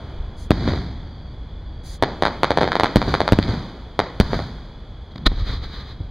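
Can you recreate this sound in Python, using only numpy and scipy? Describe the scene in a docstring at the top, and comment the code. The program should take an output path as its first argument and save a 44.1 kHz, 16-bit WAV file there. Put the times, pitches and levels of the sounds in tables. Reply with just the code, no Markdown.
"""Crickets trill over a low rumble at night, then fireworks boom above open ground.
Every blast is one pulse of air pressure followed by its bounce off the ground. Large shells boom,
slap back twice from far surfaces and roll away; a volley of small shells cracks in between and fills
the air with a wash of echoes. It is all heard through a small microphone that the blasts overload."""
import sys
import numpy as np
from scipy import signal
from scipy.fft import rfft, irfft, next_fast_len
from scipy.io import wavfile

SR = 44100
rng = np.random.default_rng(int(sys.argv[2]) if len(sys.argv) > 2 else 0)


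def pcm_store(signal):
    """Save signal as 16-bit PCM."""
    levels = np.round(np.clip(np.atleast_2d(signal), -1, 1) * 32767)
    wavfile.write(sys.argv[1], SR, levels.astype(np.int16).T)


N = 269010
TIME = np.arange(N) / SR

# how the low rumble rises and falls: t/s, level/dB
RUMBLE_LEVELS = [(0.0, -35.5), (0.59, -34.5), (2.75, -39.5), (3.09, -41), (4.99, -38.5), (5.25, -43),
                 (5.42, -39.5), (5.66, -37.5), (6.1, -36.5)]
# tone of the rumble: f/Hz, level/dB
RUMBLE_TONE = [(12, -4.5), (25, -2), (45, 2), (70, -1.5), (110, -8), (200, -16), (400, -28.5),
               (1500, -68.5)]
# tone of the open air and the wash: f/Hz, level/dB
AIR_TONE = [(100, 3.5), (250, 3.5), (500, 3.5), (1000, -2), (2000, -12), (3000, -5.5), (3400, -11),
            (3800, -17), (4700, -17), (5500, -16.5), (9000, -13.5), (16000, -23)]
# a shell whose wash is still dying away at the start: t/s, level/dB
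EARLY_SHELL = (-0.23, 8.6)
# trilling crickets: start/s, end/s, f/Hz, wing strokes/Hz, level/dB
TRILLS = [(0, 6.1, 3334, 40, -51), (0, 5.6, 3420, 57, -53), (1.05, 1.34, 4570, 96, -53.5),
          (1.66, 1.86, 4640, 66, -57)]
# brief soft hisses: start/s, end/s, level/dB
SOFT_HISSES = [(0.379, 0.46, -31), (1.848, 1.964, -25.5)]
# tone of the hisses: f/Hz, level/dB
HISS_TONE = [(1000, -18), (2500, -11.5), (4200, -9.5), (6500, 5.5), (9500, 12.5), (13000, 1), (15500, -4)]
# harsh rasps on and just before a boom: t/s (middle), level/dB, half length/s, roll/dB
HARSH_RASPS = [(5.119, -45, .005, -22), (5.16, -31.5, 0.0017, 3), (5.181, -33, .002, -11),
               (5.267, -6, 0.0046, -10)]
# tone of the rasps: f/Hz, level/dB
RASP_TONE = [(200, 13.5), (450, 10), (750, 1.5), (1200, 12.5), (1450, 4), (1700, 6.5), (2500, 5.5),
             (3400, 7.5), (4000, 8.5), (4500, 3), (5000, 4.5), (6000, 2.5), (8000, -0.5), (16000, -3)]
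# small shells (higher bursts bounce off the ground later): t/s, level/dB, push/ms, ground lag/ms
SMALL_SHELLS = [(2.025, 11, 0.43, 10.9), (2.2237, 7.5, .43, 11.6), (2.2532, 7, 0.3, 11),
                (2.271, 0.5, 0.37, 10.7), (2.433, 11.5, 0.34, 11.4), (2.5064, 6, 0.49, 10.5),
                (2.574, 7.5, 0.47, 11.7), (2.6096, -1.5, .37, 9.8), (2.614, 4, 0.46, 9.9),
                (2.6318, 3.5, 0.52, 10.6), (2.6532, -5.5, 0.54, 10.3), (2.6766, -1.5, 0.5, 10.3),
                (2.7192, 4, 0.23, 11.2), (2.7546, 4.5, 0.38, 11.6), (2.7981, 7.5, 0.4, 10.7),
                (2.8345, 10.5, 0.35, 9.3), (2.8583, 1.5, 0.25, 9.8), (3.0172, 1, .34, 9.5),
                (3.1408, 7, 0.31, 10), (3.2047, 6, 0.42, 11.4), (3.2785, 6, 0.32, 11),
                (3.4275, -1.5, .1, 10.5), (3.9918, 9, 0.39, 9.6), (5.493, -15, 0.21, 10.5)]
# tone of the sound scattered by nearby things: f/Hz, level/dB
SCATTER_TONE = [(100, 13.5), (400, 4), (900, 0), (2000, 3.5), (4000, 2), (7000, 5.5), (16000, -19)]
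# large shells: t/s, level/dB, push/ms, suction/ms, echo delay/s, echo/dB, roll/dB
LARGE_SHELLS = [(0.178, -8.5, 22.7, 12, 0.13, -17, -17), (0.5069, 22, 0.82, 2.33, 0.17, -25, -17),
                (2.9588, 26.5, 0.64, 2.63, 0.12, -34, -23), (3.3223, 25, 0.75, 2.8, 0.16, -36, -22.5),
                (3.3884, 10, 0.95, 2.5, 0.13, -25, -18), (4.2007, 24.5, 0.585, 3.84, .1318, -25, -22.5),
                (5.158, -19, 1.95, 2.25, 0.022, -12, 1), (5.2669, 2.5, 6.4, 13, .153, -23, -11.5),
                (5.2679, 4, 1, 2.84, .05, -20.5, -21.5), (6.004, -15.5, 4.5, 3.8, .2, -20, -16)]
# tone of the rolling echoes: f/Hz, level/dB
ROLL_TONE = [(30, 15), (100, 11.5), (200, 4), (500, -4.5), (1200, -2), (2500, 1), (4000, 4), (6000, 8.5),
             (10000, 11), (16000, 8)]
# stereo width of the spread-out sound: f/Hz, level/dB (side against mid)
STEREO_WIDTH = [(60, -68), (250, -90), (500, -70), (1000, -114), (2000, -27), (4000, -6), (8000, -2),
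                (14000, 7)]
# how the microphone rings: f/Hz, level/dB
MICROPHONE_TONE = [(20, -2), (60, 1), (500, -1.5), (1200, 0.5), (2100, 8.5), (3300, 14), (4200, 14),
                   (4900, 16.5), (5600, 20.5), (7000, 5), (10000, -2.5), (16000, 3)]
# tone of the electronics after the overload: f/Hz, level/dB
ELECTRONICS_TONE = [(4800, 0), (5500, -11), (6500, -8.5), (8000, -9.5), (9300, -4.5), (14000, -5)]

BOOM_GROUND_LAG_S, BOOM_GROUND_DB = 0.0099, -17.5   # a boom's bounce off the ground
SECOND_ECHO_S, SECOND_ECHO_DB = 0.059, -5.5   # a farther surface answers after the first echo
CREST_AFTER_ECHO_S = 0.0088   # the roll is strongest just after the first echo
THUMP_DB, THUMP_MS = -14, 17   # a deep, slow thump follows each boom
CRACK_GROUND_DB, SCATTER_DB = -4.5, -8   # ground bounce and scatter, relative to a crack
SCATTER_LOSS = 0.14   # nearer, louder cracks are drier: dB of scatter lost per dB of level


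def from_db(db):
    """Turn decibels into a factor to multiply by."""
    return 10 ** (np.asarray(db) / 20)


def add(out, sound, s):
    """Mix a sound in, starting at s seconds."""
    start = int(np.clip(round(s * SR), 0, N - 1))
    out[..., start:start + sound.shape[-1]] += sound[..., :N - start]


def gate(start, end, edge_s):
    """A volume curve that is on between two times, with sloping edges."""
    return np.clip(np.minimum(TIME - start, end - TIME) / edge_s + .5, 0, 1)


def colour(x, points):
    """Shape the tone of a sound along a curve of f/Hz, level/dB points."""
    length = 2 * next_fast_len(x.shape[-1] // 2 + SR // 10)
    hz, db = np.transpose(points)
    grid_hz = np.maximum(np.arange(length // 2 + 1) * SR / length, 1)
    gain = from_db(np.interp(np.log(grid_hz), np.log(hz), db))
    # minimum phase: the filter rings only after a sound, never before it
    cepstrum = irfft(np.log(gain))
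    cepstrum[1:length // 2] *= 2
    cepstrum[length // 2 + 1:] = 0
    return irfft(rfft(x, length) * np.exp(rfft(cepstrum)))[..., :x.shape[-1]]


def noise(points):
    """Two unrelated noises of strength 1: mid (the centre) and side (the stereo width)."""
    x = colour(rng.standard_normal((2, N)), points)
    return x / x.std()


def blast(level_db, push_ms, suction_ms, blunt_ms=5):
    """A shock front: the air pushes, eases off, then sucks back as much as it pushed."""
    ms = np.arange(int((push_ms + suction_ms) * SR / 1000) + 2) * 1000 / SR
    rise_ms = (push_ms / blunt_ms) ** 2   # long, distant pulses have blunter fronts
    push = np.maximum(1 - ms / push_ms, 0) * (1 - np.exp(-ms / rise_ms))
    suction = np.sin(np.pi * np.clip((ms - push_ms) / suction_ms, 0, 1))
    return from_db(level_db) * (suction * push.sum() / suction.sum() - push)


def reflections(pulse, envelope, uneven_db):
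    """Countless surfaces of uneven size return a pulse (mid and side), sharing out its energy."""
    returns, sizes = rng.standard_normal((2, 2, len(envelope)))
    returns = returns * from_db(uneven_db * np.clip(sizes, -2, 2)) * envelope
    returns /= np.sqrt(np.sum(returns ** 2, axis=1, keepdims=True))
    return signal.fftconvolve(returns, pulse[None], axes=1)


def rolling(crest_s, early_share=0.42, swell_s=0.017, fade_s=0.095, linger_db=-24, linger_s=0.91):
    """Volume curve of the echoes from all around: they swell to a crest, fade and linger."""
    t = TIME[:2 * SR]
    before, after = np.maximum(crest_s - t, 0), np.maximum(t - crest_s, 0)
    swell = early_share + (1 - early_share) * np.exp(-before / swell_s)
    return swell * (np.exp(-after / fade_s) + from_db(linger_db) * np.exp(-after / linger_s))


def rumble(gain_db=3.5):
    """A low noise that slowly rises and falls."""
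    level_db = np.interp(TIME, *np.transpose(RUMBLE_LEVELS))
    return from_db(gain_db + level_db) * noise(RUMBLE_TONE)


def air_and_wash(air_db=-45, wash_db=-47, crest_s=0.2):
    """Steady open air; the far echoes of each crack swell and die, piling up into a wash."""
    power = from_db(air_db) ** 2
    for s, level_db, *_ in [EARLY_SHELL, *SMALL_SHELLS]:
        age = np.maximum(TIME - s, 0) / crest_s
        power = power + (from_db(level_db + wash_db) * age * np.exp(1 - age)) ** 2
    return np.sqrt(power) * noise(AIR_TONE)


def crickets(fall=0.042, jitter=0.133, drift=0.013, edge_s=0.014):
    """Each wing stroke is a short tone that falls in pitch; strokes vary in pace, pitch and strength."""
    out = np.zeros(N)
    knots = np.linspace(0, TIME[-1], num=150)
    for start, end, hz, per_s, level_db in TRILLS:
        wander = rng.standard_normal((3, len(knots)))
        pace, detune, strength_db = (np.interp(TIME, knots, row) for row in wander)
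        stroke = np.cumsum(per_s * (1 + jitter * pace)) / SR % 1   # runs from 0 to 1 in each stroke
        pitch = hz * (1 + fall * (.5 - stroke) + drift * detune)
        tone = np.sin(2 * np.pi * np.cumsum(pitch) / SR) * np.sin(np.pi * stroke) ** 2
        out += from_db(level_db + strength_db) * tone * gate(start, end, edge_s)
    return out


def hisses(edge_s=0.039):
    """Faint bright hisses that fade in and out."""
    volume = sum(from_db(db) * gate(start, end, edge_s) for start, end, db in SOFT_HISSES)
    return volume * noise(HISS_TONE)


def rasps(crest_s=0.22, fade_s=0.22, lumpy_db=5.5):
    """A few milliseconds of harsh noise ride on the front of a boom and roll away in uneven swells."""
    out = np.zeros((2, N))
    tail = rolling(crest_s, fade_s=fade_s)
    knots = np.linspace(0, len(tail), num=60)
    for s, level_db, half_s, roll_db in HARSH_RASPS:
        grit = from_db(level_db) * noise(RASP_TONE)
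        age = TIME[:int(6 * half_s * SR)] / half_s - 3   # half lengths from the middle
        burst = np.exp(-age ** 2 / 2)
        lumps = np.interp(np.arange(len(tail)), knots, rng.standard_normal(len(knots)))
        swells = tail * from_db(lumpy_db * lumps)
        swells *= from_db(roll_db) * np.linalg.norm(burst) / np.linalg.norm(swells)
        add(out[0], burst * grit[0, -len(burst):], s + age[0] * half_s)
        add(out, swells * grit[:, :len(swells)], s)
    return out


def far_echoes(smear_db=-4, smear_s=0.021, stretch=0.99, bounce_db=-7, dull_hz=3400):
    """Two big, far surfaces throw each boom back as dull, smeared thuds, each with a ground bounce."""
    out = np.zeros((2, N))
    for s, level_db, push_ms, _, echo_s, echo_db, _ in LARGE_SHELLS:
        for later_s, weaker_db in ((0, 0), (SECOND_ECHO_S, SECOND_ECHO_DB)):
            arrival = s + echo_s + later_s
            pulse = blast(level_db + echo_db + weaker_db, stretch * push_ms, 2 * stretch * push_ms)
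            smear = reflections(pulse, np.exp(-TIME[:SR // 8] / smear_s), uneven_db=5.5)
            add(out[0], pulse, arrival)
            add(out[0], from_db(bounce_db) * pulse, arrival + BOOM_GROUND_LAG_S)
            add(out, from_db(smear_db) * smear, arrival)
    return signal.sosfilt(signal.butter(1, dull_hz, fs=SR, output="sos"), out + 1e-18)


def small_shells(suction_ratio=1.82, snap_db=-18, snap_ms=0.17, snap_lag_s=0.0195,
                 near_s=0.0084, hold_db=-9, hold_s=0.11):
    """Cracks: the pulse, its ground bounce and scattered echoes that hold briefly, then drop away."""
    direct, scatter = np.zeros(N), np.zeros((2, N))
    t = TIME[:SR // 2]
    decay = np.exp(-t / near_s) + from_db(hold_db) * np.exp(-(t / hold_s) ** 2)
    for s, level_db, push_ms, lag_ms in SMALL_SHELLS:
        pulse = blast(level_db, push_ms, suction_ratio * push_ms)
        snap = blast(level_db + snap_db, snap_ms, snap_ms)   # a thin echo off a nearby surface
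        add(direct, pulse, s)
        add(direct, from_db(CRACK_GROUND_DB) * pulse, s + lag_ms / 1000)
        add(direct, snap, s + snap_lag_s)
        scatter_db = SCATTER_DB - SCATTER_LOSS * level_db
        add(scatter, from_db(scatter_db) * reflections(pulse, decay, uneven_db=9.5), s)
    return direct, colour(scatter, SCATTER_TONE)


def large_shells(near_db=-25, near_s=0.016):
    """Booms: the pulse, a deep, slow thump after it, the ground bounce, near echoes, a roll."""
    direct, roll = np.zeros(N), np.zeros((2, N))
    near_decay = np.exp(-TIME[:SR // 2] / near_s)
    for s, level_db, push_ms, suction_ms, echo_s, _, roll_db in LARGE_SHELLS:
        pulse = blast(level_db, push_ms, suction_ms)
        thump = blast(level_db + THUMP_DB, THUMP_MS, 2 * THUMP_MS)
        add(direct, pulse, s)
        add(direct, suction_ms / THUMP_MS * thump, s + len(pulse) / SR)   # stronger after a long suction
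        add(direct, from_db(BOOM_GROUND_DB) * pulse, s + BOOM_GROUND_LAG_S)
        swell = rolling(echo_s + CREST_AFTER_ECHO_S)
        add(roll, from_db(roll_db) * reflections(pulse, swell, uneven_db=11.0), s)
        add(roll, from_db(near_db) * reflections(pulse, near_decay, uneven_db=7.5), s)
    return direct, colour(roll, ROLL_TONE)


def microphone_ports(x, lag_ms=0.0072):
    """The microphone's two openings hear the same sound a tiny moment apart, the left one later."""
    length = 2 * next_fast_len(N // 2 + SR // 10)
    hz = np.arange(length // 2 + 1) * SR / length
    lag_s = np.array([[.5], [-.5]]) * lag_ms / 1000
    return irfft(rfft(x, length) * np.exp(-2j * np.pi * hz * lag_s))[:, :N]


def scene(width_db=-3):
    """Blasts arrive near the centre; only the treble of the echoes and noises has some width."""
    booms, roll = large_shells()
    cracks, scatter = small_shells()
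    mid, side = roll + scatter + far_echoes() + rasps() + hisses() + rumble() + air_and_wash()
    side = from_db(width_db) * colour(side, STEREO_WIDTH)
    return microphone_ports(booms + cracks + crickets() + mid) + np.array([side, -side])


def record(dry, average_samples=16, ceiling=0.88, hardness=7, low_cut_hz=12, high_cut_hz=16200):
    """The microphone rings in the treble, has a row of dips in its tone and overloads on near blasts."""
    notched = signal.lfilter(np.ones(average_samples) / average_samples, [1], dry)
    ringing = colour(notched, MICROPHONE_TONE)
    clipped = ringing / (1 + np.abs(ringing / ceiling) ** hardness) ** (1 / hardness)
    softened = colour(clipped, ELECTRONICS_TONE)
    low_cut = signal.butter(1, low_cut_hz, "high", fs=SR, output="sos")
    high_cut = signal.ellip(10, .2, 80, high_cut_hz, fs=SR, output="sos")
    return signal.sosfilt(high_cut, signal.sosfilt(low_cut, softened))


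dry = scene()
out = record(dry)
pcm_store(out)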